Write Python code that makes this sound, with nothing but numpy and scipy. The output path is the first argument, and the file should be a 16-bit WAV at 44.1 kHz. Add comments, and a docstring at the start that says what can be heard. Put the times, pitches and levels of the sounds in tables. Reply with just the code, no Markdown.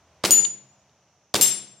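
"""An air pistol fires twice from under a shelter by a lawn, each shot knocking over a small steel plate.
A shot is a hammer click, a pressure pulse of gas and the clatter of the action; the shelter resonates,
the yard reverberates and a wall reflects a dull slap. About 70 ms after the pulse the pellet cracks on
a plate, whose modes ring and throb as it tumbles until the grass damps them. Small ticks follow.
Quiet air, distant insects and a low drone lie underneath."""
import sys
import numpy as np
from scipy import signal
from scipy.fft import rfft, irfft
from scipy.io import wavfile

SR = 44100
rng = np.random.default_rng(int(sys.argv[2]) if len(sys.argv) > 2 else 0)


def to_wav(s):
    """Save 16-bit WAV."""
    ch = np.atleast_2d(s).T  # columns
    pcm = np.round(np.clip(ch, -1, 1) * 32767)  # PCM
    wavfile.write(sys.argv[1], SR, pcm.astype(np.int16))


N = 79380
T = np.arange(N) / SR
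HZ = np.fft.rfftfreq(N, 1 / SR)


def amp(db):
    """Amplitude ratio of a level in decibels."""
    return 10 ** (np.asarray(db) / 20)


def unit(x):
    """Normalisation to an rms of one."""
    return x / np.sqrt(np.mean(abs(x) ** 2) + 1e-20)


def read(points, hz, column=1):
    """Interpolation of a table column on a log-frequency axis."""
    columns = np.transpose(points)
    return np.interp(np.log(hz + 1), np.log(columns[0] + 1), columns[column])


def add(mix, s, sound):
    """Superposition of a sound delayed by s seconds."""
    start = max(round(s * SR), 0)
    mix[:, start:] += sound[..., :N - start]


def pan(db):
    """Level-difference panning: left and right gains."""
    return amp(np.array([[.5], [-.5]]) * db)


def noise(colour, place):
    """Partial coherence: two independent noises mix into a coloured stereo pair of unit rms."""
    a, b = rfft(rng.standard_normal((2, N)))
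    coherence = np.clip(read(place, HZ, column=2), -1, 1)
    mid, side = a * np.sqrt(1 + coherence), b * np.sqrt(1 - coherence)
    spectrum = np.array([mid + side, mid - side]) * amp(read(colour, HZ)) * pan(read(place, HZ))
    return unit(irfft(spectrum, N))


# Spectra of the background: (frequency [Hz], relative level [dB])
AIR_SPECTRUM = [(25, -16), (50, -13.5), (80, -2.5), (130, 2), (250, -8), (400, -8), (650, -3), (1100, -9),
                (1900, -14.5), (2900, -14.5), (3800, -18.5), (7000, -23.5), (9500, -33), (16000, -42)]
INSECT_SPECTRUM = [(3500, -34), (5000, -10), (5800, 2), (6500, -0.5), (7300, -18.5), (9000, -40.5)]
DRONE_SPECTRUM = [(40, -30), (70, -3.5), (86, 1.5), (110, -15), (200, -45.5), (1000, -91)]
# Their envelopes: (time [s], level [dB])
AIR_ENVELOPE = [(0, -61.5), (.2, -61), (0.799, -63.5), (1.05, -65.5), (1.301, -67), (1.8, -63)]
INSECT_ENVELOPE = [(0, -71.5), (.7, -71.5), (1.2, -70.5), (1.8, -71)]
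DRONE_ENVELOPE = [(0, -67.5), (.25, -67.5), (.6, -85)]
# Their stereo field: (frequency [Hz], left minus right [dB], coherence [ratio])
BACKGROUND_FIELD = [(200, 0, .998), (700, 0, 1), (2500, 0, 1), (6100, -1.3, 0.23)]
def background():
    """Ambient noise: air, a thin hiss of insects and a low drone that fades early."""
    layers = [(AIR_SPECTRUM, AIR_ENVELOPE), (INSECT_SPECTRUM, INSECT_ENVELOPE),
              (DRONE_SPECTRUM, DRONE_ENVELOPE)]
    return sum(noise(colour, BACKGROUND_FIELD) * amp(np.interp(T, *np.transpose(envelope)))
               for colour, envelope in layers)


# Stereo field of a knock: (frequency [Hz], left minus right [dB], coherence [ratio])
KNOCK_FIELD = [(500, 0.5, 0.95), (2000, -2.5, 0.99), (6000, 1.5, .87), (12000, 1, 1)]
def knock(colour, decay_s):
    """Impact transient: exponentially decaying noise, its energy set by the decay time."""
    fade = np.exp(-T / decay_s)
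    return unit(noise(colour, KNOCK_FIELD) * fade) * np.sqrt(np.mean(fade ** 2))


# Impacts in the action: (time after the pop [s], relative level [dB], decay time [s])
ACTION_KNOCKS = [(-.0038, -22, .0015), (-.001, -13.5, .0015), (.0072, -19.5, .003), (.0098, -13, .002),
                 (0.0139, -18, .004), (0.0177, -15.5, .0025)]
# Their spectrum: (frequency [Hz], relative level [dB])
ACTION_SPECTRUM = [(100, -18.5), (600, -1), (1800, -1.5), (3800, 6.5), (5500, 3.5), (9000, -5.5),
                   (11500, -14), (16000, -20.5)]
def action(pop_s, shot_db, hammer_db):
    """Impact noise: the hammer clicks before the pop and the action clatters after it."""
    out = np.zeros((2, N))
    for delay, knock_db, decay_s in ACTION_KNOCKS:
        db = shot_db + knock_db + (hammer_db if delay < 0 else 0)
        add(out, pop_s + delay, amp(db) * knock(ACTION_SPECTRUM, decay_s))
    return out


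def struck(modes, contact_s=.0003):
    """Free vibration: damped modes, their onset softened by the contact time of the blow."""
    onset = 1 - np.exp(-(T / contact_s) ** 2)
    return onset * sum(amp(db - 60 * T / t60) * np.sin(2 * np.pi * hz * T) for hz, db, t60 in modes)


# Direct and reflected paths of the pulse: (delay [s], gain [ratio])
PULSE_PATHS = [(0, 1), (.0018, 0.82), (0.0102, .45)]
# Modes of the table and the pistol's body: (frequency [Hz], relative level [dB], T60 [s])
BODY_MODES = [(339, -27.5, 0.14), (470, -29, .035), (588, -28.5, .04), (1220, -20.5, 0.0081)]
# Balance of the pop, mostly to the right: (frequency [Hz], left minus right [dB])
POP_BALANCE = [(200, 6.5), (500, -1), (1000, -6), (2000, -12.5), (4000, -2)]
def gas_pop(pulse_s=.00028, pulse_db=-1, cutoff_hz=1000):
    """Monopole radiation: the gas sends out a compression and a rarefaction, and jolts table and gun."""
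    pulse = (1 - T / pulse_s) * np.exp(-T / pulse_s)
    pressure = np.zeros((2, N))
    for delay, gain in PULSE_PATHS:
        add(pressure, delay, gain * pulse)
    pressure = signal.lfilter(*signal.butter(1, cutoff_hz, fs=SR), pressure)
    pop = amp(pulse_db) * pressure + struck(BODY_MODES)
    return irfft(rfft(pop) * pan(read(POP_BALANCE, HZ)), N)


# Stereo field of the yard: (frequency [Hz], left minus right [dB], coherence [ratio])
YARD_FIELD = [(250, -4.5, .999), (500, .5, 1), (1000, 0.5, .8), (1990, 1.5, 0.95), (4500, 2.5, .55),
              (12000, 4, .4)]
def diffuse_tail(colour, t60):
    """Diffuse decay: each band of noise falls 60 dB in its own reverberation time."""
    hz, t, bands = signal.stft(noise(colour, YARD_FIELD), SR, nperseg=512)
    decay = amp(-60 * t / read(t60, hz)[:, None])
    return signal.istft(bands * decay, SR, nperseg=512)[1][:, :N]


# Spectrum of the yard's echo: (frequency [Hz], relative level [dB])
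YARD_SPECTRUM = [(40, -24.5), (120, -2.5), (200, 0), (320, 3), (600, 3), (1300, -3), (2300, -3.5),
                 (3800, -3.5), (7000, -1), (9500, 0.5), (12000, -7.5), (16000, -9.5)]
# Its reverberation time: (frequency [Hz], T60 [s])
YARD_T60 = [(60, .5), (140, 0.82), (400, 0.59), (1200, .5), (4000, 0.56), (8000, 0.29), (15000, 0.31)]
def yard_echo(rise_s=.012, db=-21.5):
    """Reverberation: sound scattered around the yard builds up and dies away."""
    return (1 - np.exp(-T / rise_s)) * amp(db) * diffuse_tail(YARD_SPECTRUM, YARD_T60)


# Low modes of the shelter: (frequency [Hz], relative level [dB], T60 [s])
SHELTER_MODES = [(127, -53.5, 1.6), (135.2, -48.5, 1.5), (198, -38, 0.89), (268.6, -40.5, .35),
                 (332.5, -32, 0.25), (347, -34.5, .62), (389.5, -34.5, 0.27), (598.3, -38, 0.12)]
def shelter_boom(rise_s=.0083):
    """Resonance: the shot excites the shelter's modes, which hum on in random phase."""
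    boom = sum(amp(db - 60 * T / t60) * np.sin(2 * np.pi * (hz * T + rng.random()))
               for hz, db, t60 in SHELTER_MODES)
    return (1 - np.exp(-T / rise_s)) * boom


# Spectrum of the wall's reflection: (frequency [Hz], relative level [dB])
SLAP_SPECTRUM = [(60, -28.5), (180, -5.5), (290, -2.5), (420, -6.5), (800, -19), (2000, -40), (8000, -62.5)]
def wall_slap(rise_s=.001, decay_s=.018, db=-28):
    """Discrete reflection: a nearby wall returns the shot as a dull burst."""
    return (1 - np.exp(-T / rise_s)) * amp(db) * knock(SLAP_SPECTRUM, decay_s)


# Shots: (time of the pop [s], shot gain [dB], echo gain [dB], extra hammer gain [dB])
PISTOL_SHOTS = [(0.2407, 1, 1, -2.5), (1.3443, 1, 0.5, 4)]
def pistol(slap_delay_s=.054):
    """Direct and reflected sound: each shot is answered by the yard, the shelter and the wall."""
    out = np.zeros((2, N))
    for s, shot_db, echo_db, hammer_db in PISTOL_SHOTS:
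        echoes = shelter_boom() + yard_echo()
        add(echoes, slap_delay_s, wall_slap())
        add(out, s, amp(shot_db) * gas_pop() + amp(echo_db) * echoes)
        out += action(s, shot_db, hammer_db)
    return out


def plate_ring(modes, lands_s, damping_db, tumble_hz, throb_depth):
    """Amplitude modulation: modes swell, throb as the plate turns and drop as it lands; echoes linger."""
    swell_share, throb_peak_s, throb_fade_s, landing_s = .77, .018, .25, .021
    scatter_depth, scatter_hz = .56, 22
    throb = throb_depth * np.exp(-T / throb_fade_s) * np.cos(2 * np.pi * tumble_hz * (T - throb_peak_s))
    landed = .5 + .5 * np.tanh((T - lands_s) / (2 * landing_s))
    smoothing = signal.butter(2, scatter_hz, fs=SR, output="sos")
    out = np.zeros((2, N))
    for hz, db, t60, side_db, swell_s in modes:
        # Scattering makes amplitude and phase waver at random.
        drift = rng.standard_normal((2, N)) + 1j * rng.standard_normal((2, N))
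        drift = unit(signal.sosfilt(smoothing, drift))
        swell = 1 - swell_share * np.exp(-T / swell_s)
        level = swell * amp(db - 60 * T / t60 - damping_db * landed)
        # The echoes are more even in level and decay than the modes, with extra loss in the treble.
        echo_db, echo_t60 = -28 + .55 * db, np.sqrt(1.4 * t60)
        absorption_db_per_s = 59.5 * (hz / 10000) ** 4
        echo = amp(echo_db - 60 * T / echo_t60 - absorption_db_per_s * T)
        envelope = level * pan(side_db) * (1 + throb + scatter_depth * drift) + echo * drift
        out += (envelope * np.exp(2j * np.pi * hz * T)).real
    return out


# Pellet impacts: (time [s], crack level [dB], splash level [dB], fall time [s],
# drop on landing [dB], tumble rate [Hz], throb depth [ratio])
PELLET_HITS = [(0.308, 2, -24, 0.25, 20.5, 14, 0.26), (1.4118, -2.5, -18.5, 0.16, 12, 19.5, 0.37)]
# Modes, one list a plate: (frequency [Hz], level [dB], T60 [s], left minus right [dB], swell time [s])
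PLATE_MODES = [
    [(2805, -36.5, 0.44, -1, 0.0014), (4834, -34, 0.49, 1, .002), (6110, -31, .5, -0.5, .01),
     (6520, -28.5, .25, 1.5, .005), (6977, -7, 0.61, 4, .02), (8935, -16.5, 0.26, 2, 0.0017),
     (9750, -31.5, 0.47, 2, 0.0024), (10700, -31.5, .15, -8, .003), (12070, -18, 0.17, 5, 0.017),
     (13110, -38, .3, 5, .005), (14460, -28, .2, 4, .003)],
    [(2846, -31, .3, 4, 0.0016), (3540, -35.5, 0.65, -3.5, 0.0014), (5300, -28, 0.56, 6.5, 0.0049),
     (5960, -34.5, 0.62, 12, .01), (6410, -26, 0.49, -2, .01), (7520, -15, 0.68, 10, 0.0017),
     (9223, -10, 0.45, 0, 0.097), (13300, -18.5, 0.27, 4.5, 0.0057), (13574, -30, 0.25, 0, .005),
     (15000, -33, 0.19, 4, .005)],
]
# Spectra of lead striking steel and of its diffuse splash of sound: (frequency [Hz], relative level [dB])
CRACK_SPECTRUM = [(50, -10), (300, -22), (1500, -28), (2500, -14), (3800, 0.5), (7000, 2), (10000, -0.5),
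                  (16000, -5.5)]
SPLASH_SPECTRUM = [(100, -37), (1500, -12), (3000, -2.5), (6500, 2.5), (9500, 1), (12000, -5.5),
                   (16000, -17.5)]
# Decay of the splash: (frequency [Hz], T60 [s])
SPLASH_DECAY = [(1000, 0.61), (5000, 0.47), (9000, 0.38), (15000, .16)]
def pellet_hits(crack_s=.0005):
    """Impulse excitation: each pellet's brief contact gives a broadband crack and sets its plate ringing."""
    out = np.zeros((2, N))
    for (s, crack_db, splash_db, *fall), modes in zip(PELLET_HITS, PLATE_MODES):
        crack = amp(crack_db) * knock(CRACK_SPECTRUM, crack_s)
        splash = amp(splash_db) * diffuse_tail(SPLASH_SPECTRUM, SPLASH_DECAY)
        add(out, s, crack + splash + plate_ring(modes, *fall))
    return out


# Small impacts, likely spent lead and falling steel: (time [s], gain [dB])
TICK_EVENTS = [(0.45, -20.5), (.8945, -62), (1.4585, -23.5), (1.512, -30.5)]
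# Their modes: (frequency [Hz], relative level [dB], T60 [s])
TICK_RESONANCES = [(1105, -16, 0.019), (2980, -0.5, 0.021), (3705, 5.5, 0.011), (4400, 1.5, .014),
                   (6140, -6, 0.018)]
def ticks():
    """Heavy damping: modes that die within about 20 ms are heard as ticks."""
    out = np.zeros((2, N))
    for s, db in TICK_EVENTS:
        add(out, s, amp(db) * struck(TICK_RESONANCES))
    return out


def scene():
    """Linear superposition of the pistol, the targets and the open air."""
    return pistol() + pellet_hits() + ticks() + background()


def close_pair(x, mono_below_hz=380, bass_side_share=.12):
    """Coherence at long wavelengths: two closely spaced microphones hear the bass alike."""
    mid, side = (x[0] + x[1]) / 2, (x[0] - x[1]) / 2
    high_pass = HZ ** 2 / (HZ ** 2 + mono_below_hz ** 2)
    side = irfft(rfft(side) * (high_pass * (1 - bass_side_share) + bass_side_share), N)
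    return np.array([mid + side, mid - side])


def record(dry):
    """Band limiting and overload: a low cut, clipping of the sharpest peaks, then a low-pass."""
    low_cut_hz, band_edge_hz = 68, 16200
    low_cut = signal.butter(2, low_cut_hz, "high", fs=SR)
    clipped = np.clip(signal.lfilter(*low_cut, close_pair(dry)), -1, 1)
    low_pass = signal.firwin(255, band_edge_hz, window=("kaiser", 8), fs=SR)
    return signal.oaconvolve(clipped, low_pass[None], "same")


dry = scene()
out = record(dry)
to_wav(out)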